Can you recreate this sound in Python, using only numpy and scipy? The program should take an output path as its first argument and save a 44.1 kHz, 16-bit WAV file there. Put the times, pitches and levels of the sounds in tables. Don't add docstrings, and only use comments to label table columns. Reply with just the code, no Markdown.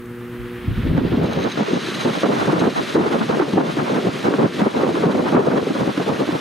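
import sys
import numpy as np
from scipy import signal
from scipy.io import wavfile
from scipy.ndimage import uniform_filter1d, minimum_filter1d

SR = 44100
rng = np.random.default_rng(int(sys.argv[2]) if len(sys.argv) > 2 else 0)


def materialize(psi):
    bounded = np.clip(np.atleast_2d(psi).T, -1, 1)
    quanta = np.round(bounded * 32767).astype(np.int16)
    wavfile.write(sys.argv[1], SR, quanta)


N = 282548
HOP, SIZE = 128, 512
FRAME_T = np.arange(N // HOP + 5) * HOP / SR
BIN_HZ = np.fft.rfftfreq(SIZE, 1 / SR)[:, None]
HALF_EACH = np.array([[.5], [-.5]])

# (time [s], speed [turns/s])
ROTOR_SPEED = [(0, 8.3), (.6, 9.0), (1.0, 10.6), (1.5, 12), (1.9, 15), (2.4, 16.1), (3.3, 16.8),
               (5.0, 17.5), (6.41, 17.4)]
FIRST_TURN = .13

# (multiple of the mains pull, level [dB rms without throb],
# throbs per rotor turn, throb depth [0-1], throb lag [turns], left-right difference [dB])
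HUM_HARMONICS = [(1, -35.5, 1, .65, -.036, 1), (2, -32, 1, .12, .04, -.5), (3, -31, 2, .1, 0, -.5),
                 (4, -41, 2, .4, .13, 3)]
# (time [s], level [dB])
HUM_SWELL = [(0, -6.5), (.15, -5), (.45, -4), (.64, -5.5), (.72, -12), (1.5, -14), (6.41, -16)]
MAINS_PULL_HZ, HUM_WAVER_DB = 119.9, 1.2

# (frequency [Hz], width [Hz], level [dB])
LOOSE_PART_RINGS = [(3940, 90, 0), (6340, 75, -8), (8270, 130, -21), (9680, 110, -20)]
# (start [s], length [s], level at the end before chance and turn [dB])
CHATTER_SPELLS = [(1.249, .1, -33), (1.385, .06, -32), (1.48, .05, -32), (1.61, .04, -33), (1.68, .1, -31),
                  (1.81, .11, -29), (1.94, .1, -28), (2.07, .2, -33), (2.34, .16, -34), (2.585, .035, -25),
                  (2.714, .095, -31), (2.843, .12, -33), (3.124, .17, -36)]
# (time [s], level before the treble filter [dB])
BRIGHT_TICKS = [(0.0574, -48), (1.233, -40), (1.3309, -43), (2.5975, -38), (2.9394, -40)]
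CHATTER_SWELL_DB, FAINT_CHATTER_DB = 4, -40

# (time [s], level [dB], upper edge [Hz])
BLADE_HISS = [(0, -45, 2450), (.6, -39, 3670), (1.0, -34.5, 5340), (1.3, -32.5, 7000), (1.6, -30, 9100),
              (1.95, -28, 14100), (2.5, -28, 14500), (2.72, -28.5, 15000), (2.93, -28, 15000),
              (2.98, -31, 15000), (3.2, -29, 14900), (3.5, -31.5, 14800), (4.2, -30, 15200),
              (4.8, -30, 15300), (5.5, -31, 16000), (6.41, -30, 16000)]
# (frequency [Hz], relative level [dB per Hz])
BLADE_COLOUR = [(60, -19), (200, 6), (600, -11.5), (900, -8.5), (1200, -3), (1700, -3.5), (2500, -6),
                (3500, -6.5), (4200, -10.5), (4900, -14.5), (6400, -19), (7500, -23.5), (9700, -25),
                (13500, -30), (14800, -34), (15600, -60)]
# (frequency [Hz], left-right likeness [-1 to 1])
BLADE_LIKENESS = [(200, 0.63), (1300, 0.85), (2400, 0.83), (4400, 0.88), (5400, 0.94), (6000, 1.0),
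                  (15000, 1.0)]

# (start [s], length [s], strength at mid-gust [dB], change to the end [dB])
GUSTS = [(0.677, 0.05, -20, 1), (0.769, 0.029, -22.5, 0), (0.795, 0.02, -23.5, -12),
         (0.832, 0.19, -17.5, 0.5), (1.032, 0.17, -18.5, 2), (1.209, 0.066, -16.5, -1),
         (1.279, 0.14, -19.5, 0), (1.4, 0.049, -22.5, -5), (1.44, 0.041, -19.5, 1), (1.571, 0.081, -20, 0),
         (1.677, 0.03, -24.5, 13), (1.698, 0.081, -20.5, 2), (2.048, 0.067, -17.5, -4),
         (2.233, 0.043, -12.5, 0), (2.283, 0.068, -15.5, -1), (2.382, 0.076, -19, 0),
         (2.423, 0.064, -19.5, 0), (2.473, 0.22, -16.5, -0.5), (2.678, .07, -25, -10),
         (2.757, .06, -21.5, 3), (2.82, 0.091, -32.5, 5), (2.949, 0.066, -15, 3), (3.02, 0.049, -22.5, 5),
         (3.059, 0.025, -17.5, -6), (3.087, 0.083, -18.5, -1), (3.176, 0.039, -20, 2),
         (3.207, 0.055, -20.5, 2), (3.292, 0.027, -12.5, -1), (3.331, 0.061, -21, 3),
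         (3.385, 0.077, -19, -1), (3.447, .08, -23.5, -9), (3.52, 0.05, -23.5, -4),
         (3.571, 0.076, -14.5, -9), (3.641, 0.067, -19.5, -1), (3.767, 0.068, -18.5, 8),
         (3.897, 0.05, -20, 1), (3.95, 0.04, -16.5, 3), (3.999, 0.047, -26, 11), (4.045, 0.026, -20.5, -7),
         (4.066, 0.043, -18.5, -9), (4.234, 0.089, -18.5, 1), (4.279, 0.042, -20, -25),
         (4.314, 0.064, -17.5, -9), (4.377, 0.088, -15, 3.5), (4.578, 0.061, -15.5, 13),
         (4.658, 0.026, -12.5, -5), (4.707, .04, -23, 0), (4.744, 0.119, -15.5, 1.5),
         (4.862, 0.086, -17.5, -12), (4.912, 0.071, -18.5, 2), (5.025, 0.09, -15, -1),
         (5.101, 0.035, -31, -9), (5.142, 0.08, -14.5, -10), (5.19, 0.028, -11, -5), (5.272, 0.049, -21, 0),
         (5.321, 0.17, -13, -2.5), (5.496, 0.11, -15, 4), (5.615, 0.028, -20, 2), (5.654, 0.024, -18, 8),
         (5.698, 0.023, -18.5, 7), (5.746, 0.034, -20, 3), (5.791, 0.071, -18.5, -1),
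         (5.835, 0.042, -29, 22), (5.862, 0.022, -16, 0), (5.889, 0.033, -21.5, -5),
         (5.974, 0.082, -19, -9), (6.061, 0.043, -16.5, 0), (6.085, 0.11, -21, -15),
         (6.184, 0.058, -16.5, 6), (6.265, 0.1, -20, 1), (6.338, 0.035, -20.5, -10)]
# (time [s], level [dB])
LULL = [(.5, -77), (.64, -33), (1.0, -22), (1.5, -30.5), (2.0, -27.5), (2.9, -32), (3.2, -24.5),
        (4.5, -28.5), (5.2, -19), (6.41, -36)]
# (time [s], factor on the eddy pitch)
STREAM_BUILDS = [(.62, 0.31), (.8, 0.36), (1.0, 0.62), (1.3, 0.86), (2.2, 0.96), (6.41, 1.09)]
# (frequency [Hz], relative level [dB per Hz])
WIND_COLOUR = [(20, -34), (70, -23.5), (144, 1), (225, 0), (316, 0), (480, -2.5), (810, -12.5),
               (1140, -19.5), (1700, -34), (2500, -41), (5000, -87)]
# (frequency [Hz], left-right likeness [-1 to 1])
WIND_LIKENESS = [(60, 1), (200, 0.97), (380, 0.64), (700, -0.26), (1290, 0.45), (2400, -0.19)]
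GUST_RISE_DB_S, GUST_FALL_DB_S = 2200, 998
GUST_BUILD_S = 0.0051
TAIL_BELOW_DB, TAIL_FALL_DB_S = 7, 150
PITCH_PER_DB, PITCH_AT_DB = -0.02, -16.5
CRACKLE_HZ, CRACKLE_PER_DB, CRACKLE_LEAST_DB = 840, 2, -20

# (start [s], length [s], level [dB], left-right likeness [-1 to 1],
# left-right difference [dB])
FLUTTERS = [(0.964, 0.037, -32.5, 0.32, -6), (1.05, 0.03, -40, 0.2, -5), (1.122, 0.053, -33.5, 0.4, -3),
            (1.22, 0.041, -30, -0.028, -2), (1.315, 0.038, -29, 0.13, -2), (1.388, 0.025, -29, -0.4, 1),
            (1.455, 0.021, -25.5, -0.28, -5.5), (1.587, 0.048, -24.5, -0.27, 0),
            (1.67, 0.039, -30, -0.63, -5), (1.743, 0.043, -27, -0.59, -1), (2, 0.019, -25.5, -0.5, -3),
            (2.065, 0.035, -24.5, 0.014, -2), (2.152, 0.026, -25, -0.63, -2),
            (2.245, 0.017, -19.5, 0.7, -4), (2.318, 0.02, -18.5, -0.27, -4),
            (2.378, 0.042, -21.5, -0.64, -0.5), (2.446, 0.085, -26.5, -0, -3), (2.5, 0.043, -27.5, 0.2, -2),
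            (2.559, 0.037, -22.5, -0.54, 1), (2.628, 0.038, -20, 0.37, -1.0),
            (2.768, 0.026, -20.5, -0.72, 0.5), (2.881, 0.025, -30, -0.63, -1),
            (2.965, 0.033, -21.5, 0.53, 1), (3.014, 0.064, -20.5, -0.42, 0.5),
            (3.13, 0.035, -20.5, -0.33, -3), (3.204, 0.027, -20.5, -0.024, 0),
            (3.297, 0.057, -23, -0.024, -0.5), (3.397, 0.034, -20.5, 0.49, -4),
            (3.577, 0.036, -22, 0.39, 0), (3.638, 0.046, -25, -0.76, -3), (3.693, 0.024, -27.5, -0.54, 3),
            (3.788, 0.018, -19, -0.25, 2), (3.862, 0.055, -23, -0.32, -0.5), (3.958, 0.025, -22, 0.01, 0),
            (4.057, 0.092, -30.5, -0.5, -2), (4.259, 0.019, -17, -0.33, 0), (4.328, 0.03, -28, 0.55, -6),
            (4.403, 0.062, -19, 0.24, -0.5), (4.61, 0.056, -24.5, -0.13, -1),
            (4.657, 0.052, -26, -0.61, -2), (4.764, 0.048, -24, -0.3, -1), (4.827, 0.014, -27.5, 0.87, -6),
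            (4.954, 0.032, -24.5, -0.15, 0), (5.035, 0.024, -22.5, 0.48, -1),
            (5.107, 0.018, -23.5, 0.2, -4.0), (5.192, 0.033, -24.5, 0.3, 1), (5.268, 0.021, -18, -0.2, 0),
            (5.349, 0.016, -18.5, 0.5, 1), (5.372, 0.056, -21, 0.15, -1), (5.475, 0.096, -22.5, 0.1, -1.0),
            (5.58, 0.022, -25, 0.1, -5), (5.66, 0.06, -32, 0.6, -3), (5.76, 0.077, -26.5, -0.074, -1),
            (5.896, 0.018, -25, -0.65, -2.0), (5.983, 0.044, -30, 0.61, -3),
            (6.072, 0.082, -27.5, -0.36, 1), (6.2, 0.028, -29, -0.0036, -4), (6.293, 0.017, -29, 0.28, -11),
            (6.333, 0.036, -25.5, -0.61, 0)]
# (frequency [Hz], relative level [dB per Hz])
FLUTTER_COLOUR = [(300, -2), (600, 0), (900, 0.5), (1400, -2.5), (2000, -13.5), (3000, -23), (5000, -50),
                  (7000, -80)]
FLUTTER_RISE_DB_S, FLUTTER_FALL_DB_S = 614, 607

# (time [s], nominal peak before side and skin [dB], settled pitch [Hz])
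SLAPS = [(.39, -30, 56), (.559, -44, 88.8), (0.676, -14, 99), (.69, -30, 48), (.75, -32, 45),
         (0.846, -23, 47.6), (.96, -21, 55), (1.06, -35, 54.6), (.703, -22, 109), (.725, -23, 101),
         (0.831, -19.5, 217), (0.869, -15, 151), (0.905, -25, 140), (0.947, -11, 151), (0.978, -5.5, 235),
         (1.047, -25, 185), (1.171, -9.5, 229), (1.242, -15.5, 387), (1.456, -16, 230), (1.605, -8.5, 218),
         (1.681, -15, 393), (1.707, -14, 370), (1.885, -18, 367), (2.055, -12, 350), (2.237, -10, 296),
         (2.428, -24, 237), (2.529, -4, 320), (2.625, -9, 276), (2.65, -8, 230), (2.757, -21, 207),
         (2.951, -5.5, 331), (2.973, -18, 347), (2.995, -4.5, 313), (3.062, -11, 420), (3.12, -14, 307),
         (3.208, -7.5, 217), (3.297, -13, 418), (3.335, -11, 203), (3.398, -4, 355), (3.421, -8.5, 293),
         (3.547, -17.5, 180), (3.579, -5.5, 304), (3.769, -11.5, 303), (3.898, -11, 430), (3.957, -12, 248),
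         (4.047, -12, 360), (4.259, -17, 427), (4.338, -6, 272), (4.401, -13, 233), (4.453, -8.5, 300),
         (4.618, -3, 201), (4.662, -6.5, 392), (4.758, -16, 245), (4.832, -7.5, 392), (4.942, -13, 290),
         (5.036, -4.5, 410), (5.143, -8.5, 225), (5.194, -11, 262), (5.351, -7, 197), (5.392, -2, 410),
         (5.515, -10, 233), (5.668, -9.5, 404), (5.703, -9, 268), (5.75, -16, 272), (5.813, -11, 248),
         (5.974, -10.5, 297), (6.076, -11.5, 392), (6.207, -9.5, 394), (6.287, -9.5, 302)]
SLAP_SIDE_DB = -1

# (time [s], level before envelope and grit [dB], frequency [Hz],
# left-right difference [dB])
POPS = [(0.977, -13, 527, 1), (1.325, -18, 501, 1), (1.457, -26, 549, -1.5), (1.609, -16, 507, 0.5),
        (2.233, -6, 534, 1), (2.429, -15.5, 530, -4), (2.956, -8.5, 504, -6), (3.398, -9.5, 507, 1),
        (3.58, -19, 503, -4), (3.819, -23, 516, 2), (4.338, -8, 550, 2), (4.454, -7, 510, -0.5),
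        (4.616, -9, 547, 1), (4.666, -14, 504, 3), (4.835, -9, 513, -3), (5.037, -14, 510, 4),
        (5.15, -12, 552, 3), (5.196, -20, 600, -0.5), (5.75, -16, 564, -1.5), (5.876, -16, 527, -4),
        (5.974, -13, 500, 3), (6.0, -9.5, 725, -1)]
POP_CYCLES, POP_GRIT = 2.2, .55

SPIKE_LOW_HZ, SPIKE_HIGH_HZ, SPIKE_CYCLES = 450, 1300, 1.1
SPIKES_PER_S, SPIKE_DB, SPIKE_SPREAD_DB = 110, -5, 3.5
SPIKE_BUILD_DB = 60

# (frequency [Hz], relative level [dB per Hz])
ROOM_COLOUR = [(30, -13), (90, -3), (300, -9), (600, -22.5), (1700, -16.5), (4000, -37), (7000, -38),
               (10500, -33.5), (14000, -32.5), (15600, -34)]
# (frequency [Hz], left-right likeness [-1 to 1])
ROOM_LIKENESS = [(60, 0.74), (400, 1), (2400, 1), (4400, 0.15), (5600, 0.26), (6200, 1), (9000, 0.98),
                 (10500, 0.68), (15000, 0.57)]
# (time [s], level [dB])
ROOM_LEVEL = [(0, 0), (1.1, 2.5), (1.5, -1), (2.0, -10), (6.41, -22)]
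ROOM_DB = -43

# (time [s], corner [Hz])
BASS_CUT = [(0, 25.7), (.95, 30.2), (1.2, 55), (1.35, 75), (1.5, 133), (6.41, 134)]
DUCK_FROM_DB, DUCK_SHARE, RECOVER_DB_S = -15, 0.41, 158
LINGER_SHARE, LINGER_S = 0.24, 0.95
HOLD_S = 0.035
CEILING, EDGE_HZ = 1.0, 15750


def gain_of(db):
    return 10 ** (np.asarray(db) / 20)


def evened(x):
    return x / np.sqrt(np.mean(x ** 2) + 1e-20)


def read(points, hz):
    f, value = np.transpose(points)
    return np.interp(np.log(hz + 1), np.log(f + 1), value)


def columns(rows, t):
    s, *rest = np.transpose(rows)
    return [np.interp(t, s, c) for c in rest]


def add(mix, s, sound):
    part = mix[..., round(s * SR):][..., :sound.shape[-1]]
    part += sound[..., :part.shape[-1]]


def wander(seconds, shape):
    width = max(seconds * SR / HOP, .3)
    bell = np.exp(-.5 * (np.arange(-60, 61) / width) ** 2)
    bell = bell.reshape((1,) * (len(shape) - 1) + (-1,))
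    return evened(signal.fftconvolve(rng.standard_normal(shape), bell, "same", axes=-1))


def patches(seconds, bins):
    return evened(uniform_filter1d(wander(seconds, (len(BIN_HZ), len(FRAME_T))), size=bins, axis=0))


def noise(shape_db, level_db, likeness, field_db):
    a, b, c, d = rng.standard_normal((len(FRAME_T), len(BIN_HZ), 4)).T
    like = np.clip(read(likeness, BIN_HZ), -1, 1)
    left = a + 1j * b
    right = like * left + np.sqrt(1 - like ** 2) * (c + 1j * d)
    shape = gain_of(shape_db)
    shape = shape / np.sqrt((shape ** 2).sum(axis=0))
    unit = np.sqrt(3 / 2)
    frames = unit * np.array([left, right]) * shape * gain_of(level_db + field_db)
    return signal.istft(frames, nperseg=SIZE, noverlap=SIZE - HOP)[1][:, :N]


def turns(t):
    return FIRST_TURN + np.cumsum(columns(ROTOR_SPEED, t)[0]) * (t[1] - t[0])


def hum():
    t, out = np.arange(N) / SR, np.zeros((2, N))
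    angle = turns(t)
    for multiple, db, per_turn, depth, lag, pan_db in HUM_HARMONICS:
        throb = 1 + depth * np.cos(2 * np.pi * round(per_turn) * (angle - lag))
        waver_db = HUM_WAVER_DB * np.interp(t, FRAME_T, wander(0.038, FRAME_T.shape))
        tone = np.sqrt(2) * np.sin(2 * np.pi * round(multiple) * MAINS_PULL_HZ * t)
        out += gain_of(db + waver_db + HALF_EACH * pan_db) * throb * tone
    return out * gain_of(columns(HUM_SWELL, t)[0])


def ring():
    t = np.arange(1000) / SR
    soft = 1 - np.exp(-(t / .0003) ** 2)
    out = np.zeros(len(t))
    for hz, width, db in LOOSE_PART_RINGS:
        out += gain_of(db) * np.exp(-np.pi * width * t) * np.sin(2 * np.pi * hz * t)
    return soft * out


def ticks():
    out = np.zeros(N)
    bright = signal.butter(2, [5500, 11000], "band", fs=SR, output="sos")
    for s, db in BRIGHT_TICKS:
        snap = rng.standard_normal(300) * np.exp(-np.arange(300) / 340.0)
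        add(out, s, gain_of(db) * signal.sosfilt(bright, snap))
    return out


def chatter(spread_db=3.5, jitter_s=0.0025, once_a_turn_db=3):
    t = np.arange(CHATTER_SPELLS[0][0], N / SR - .05, 1 / MAINS_PULL_HZ)
    size, late = rng.standard_normal((len(t), 2)).T
    level_db = np.full(len(t), float(FAINT_CHATTER_DB))
    for start, length, db in CHATTER_SPELLS:
        done = (t - start) / length
        inside = (done >= 0) & (done <= 1)
        level_db = np.where(inside, db - CHATTER_SWELL_DB * (1 - done), level_db)
    angle = np.interp(t, FRAME_T, turns(FRAME_T))
    level_db += spread_db * np.minimum(size, 1.3)
    level_db += once_a_turn_db * np.cos(2 * np.pi * (angle - .08))
    knocks = np.zeros(N)
    knocks[((t + jitter_s * late) * SR).astype(int)] = gain_of(level_db)
    return signal.oaconvolve(knocks, ring())[:N]


def rush(patchy_db=0.68, flicker_db=0.8, once_a_turn_db=.9):
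    db, edge_hz = columns(BLADE_HISS, FRAME_T)
    pulse_db = once_a_turn_db * np.cos(2 * np.pi * (turns(FRAME_T) - .08))
    field_db = pulse_db + patchy_db * patches(0.0047, 9) + flicker_db * wander(0.0019, FRAME_T.shape)
    shelf_db = -13 / (1 + (edge_hz / (BIN_HZ + 1)) ** 5)
    return noise(read(BLADE_COLOUR, BIN_HZ) + shelf_db, db, BLADE_LIKENESS, field_db)


def stream_db(t):
    db = columns(LULL, t)[0]
    for start, length, strength_db, change_db in GUSTS:
        held = strength_db + change_db * (np.clip((t - start) / length, 0, 1) - .5)
        rise = GUST_RISE_DB_S * np.maximum(start + GUST_BUILD_S - t, 0)
        fall = GUST_FALL_DB_S * np.maximum(t - start - length + GUST_BUILD_S, 0)
        wake = held - TAIL_BELOW_DB - TAIL_FALL_DB_S * (t - start - length)
        wake = np.minimum(wake, held - TAIL_BELOW_DB)
        wake = np.where(t > start + length / 2, wake, -99)
        db = np.maximum(db, np.maximum(held - rise - fall, wake))
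    return db


def wind(own_db=1.0, patchy_db=1.0, lumpy_db=2.5, ragged_db=2.5, ragged_s=0.0014):
    db = stream_db(FRAME_T)
    field_db = lumpy_db * wander(0.01, FRAME_T.shape) + patchy_db * patches(0.025, 4)
    field_db = field_db + own_db * wander(0.0024, (2, 1, len(FRAME_T)))
    pitch = np.clip(1 + PITCH_PER_DB * (db - PITCH_AT_DB), .3, 2) * columns(STREAM_BUILDS, FRAME_T)[0]
    crackle_db = np.maximum(CRACKLE_PER_DB * (db - PITCH_AT_DB), CRACKLE_LEAST_DB)
    crackle_db = crackle_db / (1 + (CRACKLE_HZ / (BIN_HZ + 1)) ** 2)
    air = noise(read(WIND_COLOUR, BIN_HZ / pitch) + crackle_db, db, WIND_LIKENESS, field_db)
    smooth = signal.butter(3, 1 / (2 * np.pi * ragged_s), fs=SR, output="sos")
    shared_and_own = rng.standard_normal(N) + .5 * rng.standard_normal((2, N))
    grain = evened(signal.sosfilt(smooth, shared_and_own))
    return air * gain_of(ragged_db * grain)


def slaps(rise_s=0.0024, cycles=2.87, glide=0.24, rough=0.11, skin_hz=640.0):
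    out, t = np.zeros((2, N)), np.arange(6000) / SR
    band = signal.butter(2, [0.84 * skin_hz, 1.37 * skin_hz], "band", fs=SR, output="sos")
    for s, db, hz in SLAPS:
        start, skew = rng.random(), rng.normal(0, .055)
        side_db = SLAP_SIDE_DB * rng.standard_normal() * HALF_EACH
        decay = np.exp(-t * hz / cycles)
        shape = (1 - np.exp(-(t / max(rise_s, 0.27 / hz)) ** 2)) * decay
        angle = start + hz * t * (1 + glide * decay) + np.array([[skew], [-skew]])
        skin = evened(signal.sosfilt(band, rng.standard_normal((2, len(t)))))
        thump = np.sin(2 * np.pi * angle) + rough * min(hz / 200, 1) ** 2 * skin
        add(out, s, gain_of(db + side_db) * shape / shape.max() * thump)
    return out


def flutters(lumpy_db=2.5):
    unrelated = [(0, 0), (SR, 0)]
    lumps_db = lumpy_db * wander(0.0019, FRAME_T.shape)
    a, b = noise(read(FLUTTER_COLOUR, BIN_HZ), 0, unrelated, lumps_db)
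    out, t = np.zeros((2, N)), np.arange(-.03, .25, 1 / SR)
    for start, length, db, like, pan_db in FLUTTERS:
        at = round(start * SR) + np.arange(len(t)) + round(t[0] * SR)
        keep, like = at < N, np.clip(like, -1, 1)
        at = at[keep]
        rise = FLUTTER_RISE_DB_S * np.maximum(-t, 0)
        fall = FLUTTER_FALL_DB_S * np.maximum(t - length, 0)
        shape = gain_of(db - rise - fall)[keep]
        pair = np.array([a[at], like * a[at] + np.sqrt(1 - like ** 2) * b[at]])
        out[:, at] += shape * pair * gain_of(HALF_EACH * pan_db)
    return out


def pops():
    out, t = np.zeros((2, N)), np.arange(900) / SR
    band = signal.butter(2, [700, 1600], "band", fs=SR, output="sos")
    for s, db, hz, pan_db in POPS:
        grit = evened(signal.sosfilt(band, rng.standard_normal((2, len(t)))))
        shape = (1 - np.exp(-t / .0005)) * np.exp(-t * hz / POP_CYCLES)
        snap = np.sin(2 * np.pi * hz * t) + POP_GRIT * grit
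        add(out, s, gain_of(db + HALF_EACH * pan_db) * shape * snap)
    return out


def spikes(count=8):
    chance, size, kind, side = rng.random((N, 4)).T
    t = np.arange(N) / SR
    db = np.interp(t, FRAME_T, stream_db(FRAME_T)) + SPIKE_DB
    db += SPIKE_BUILD_DB * np.log10(columns(STREAM_BUILDS, t)[0])
    db -= SPIKE_SPREAD_DB * np.log(np.maximum(size, .03))
    ports = np.array([np.cos(side * np.pi), np.sin(side * np.pi)])
    train = (chance < SPIKES_PER_S / SR) * gain_of(db) * ports
    out, u = np.zeros((2, N)), np.arange(-300, 301) / SR
    for k, hz in enumerate(np.geomspace(SPIKE_LOW_HZ, SPIKE_HIGH_HZ, count)):
        bell = np.exp(-(u * hz / SPIKE_CYCLES) ** 2 * 2)
        spike = np.sqrt(SPIKE_LOW_HZ / hz) * bell * np.cos(2 * np.pi * hz * u + k)
        chosen = (kind * count).astype(int) == k
        out += signal.oaconvolve(train * chosen, spike[None], "same")
    return out


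def room_tone():
    level_db = ROOM_DB + columns(ROOM_LEVEL, FRAME_T)[0]
    return noise(read(ROOM_COLOUR, BIN_HZ), level_db, ROOM_LIKENESS, 0.13 * wander(0.016, FRAME_T.shape))


def scene():
    fan = hum() + chatter() + ticks() + rush()
    air = wind() + slaps() + flutters() + pops() + spikes()
    return fan + air + room_tone()


def cut_bass(dry):
    hz, t, z = signal.stft(dry, SR, nperseg=2048)
    ratio = (hz[:, None] + 1e-3) / columns(BASS_CUT, t)[0]
    return signal.istft(z / np.sqrt(1 + ratio ** -7.0), SR, nperseg=2048)[1][:, :N]


def ducking_db(sound):
    power_db = 10 * np.log10(abs(uniform_filter1d((sound ** 2).max(0), size=500)) + 1e-12)
    hold = 2 * round(HOLD_S * SR / 2) + 1
    power_db = -minimum_filter1d(-power_db, size=hold, origin=hold // 2)
    fall = np.arange(N) * RECOVER_DB_S / SR
    over_db = np.maximum(np.maximum.accumulate(power_db + fall) - fall - DUCK_FROM_DB, 0)
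    quick_db = DUCK_SHARE * uniform_filter1d(over_db, size=400, origin=180)
    step = 1 / (LINGER_S * SR)
    slow_db = LINGER_SHARE * signal.lfilter([step], [1, step - 1], over_db)
    return quick_db + slow_db


def record(dry):
    cut = cut_bass(dry)
    ducked = cut / gain_of(ducking_db(cut))
    rounded = CEILING * np.tanh(ducked / CEILING)
    band_limit = signal.firwin(1023, EDGE_HZ, window=("kaiser", 9), fs=SR)
    return signal.oaconvolve(rounded, band_limit[None], "same")


dry = scene()
out = record(dry)
materialize(out)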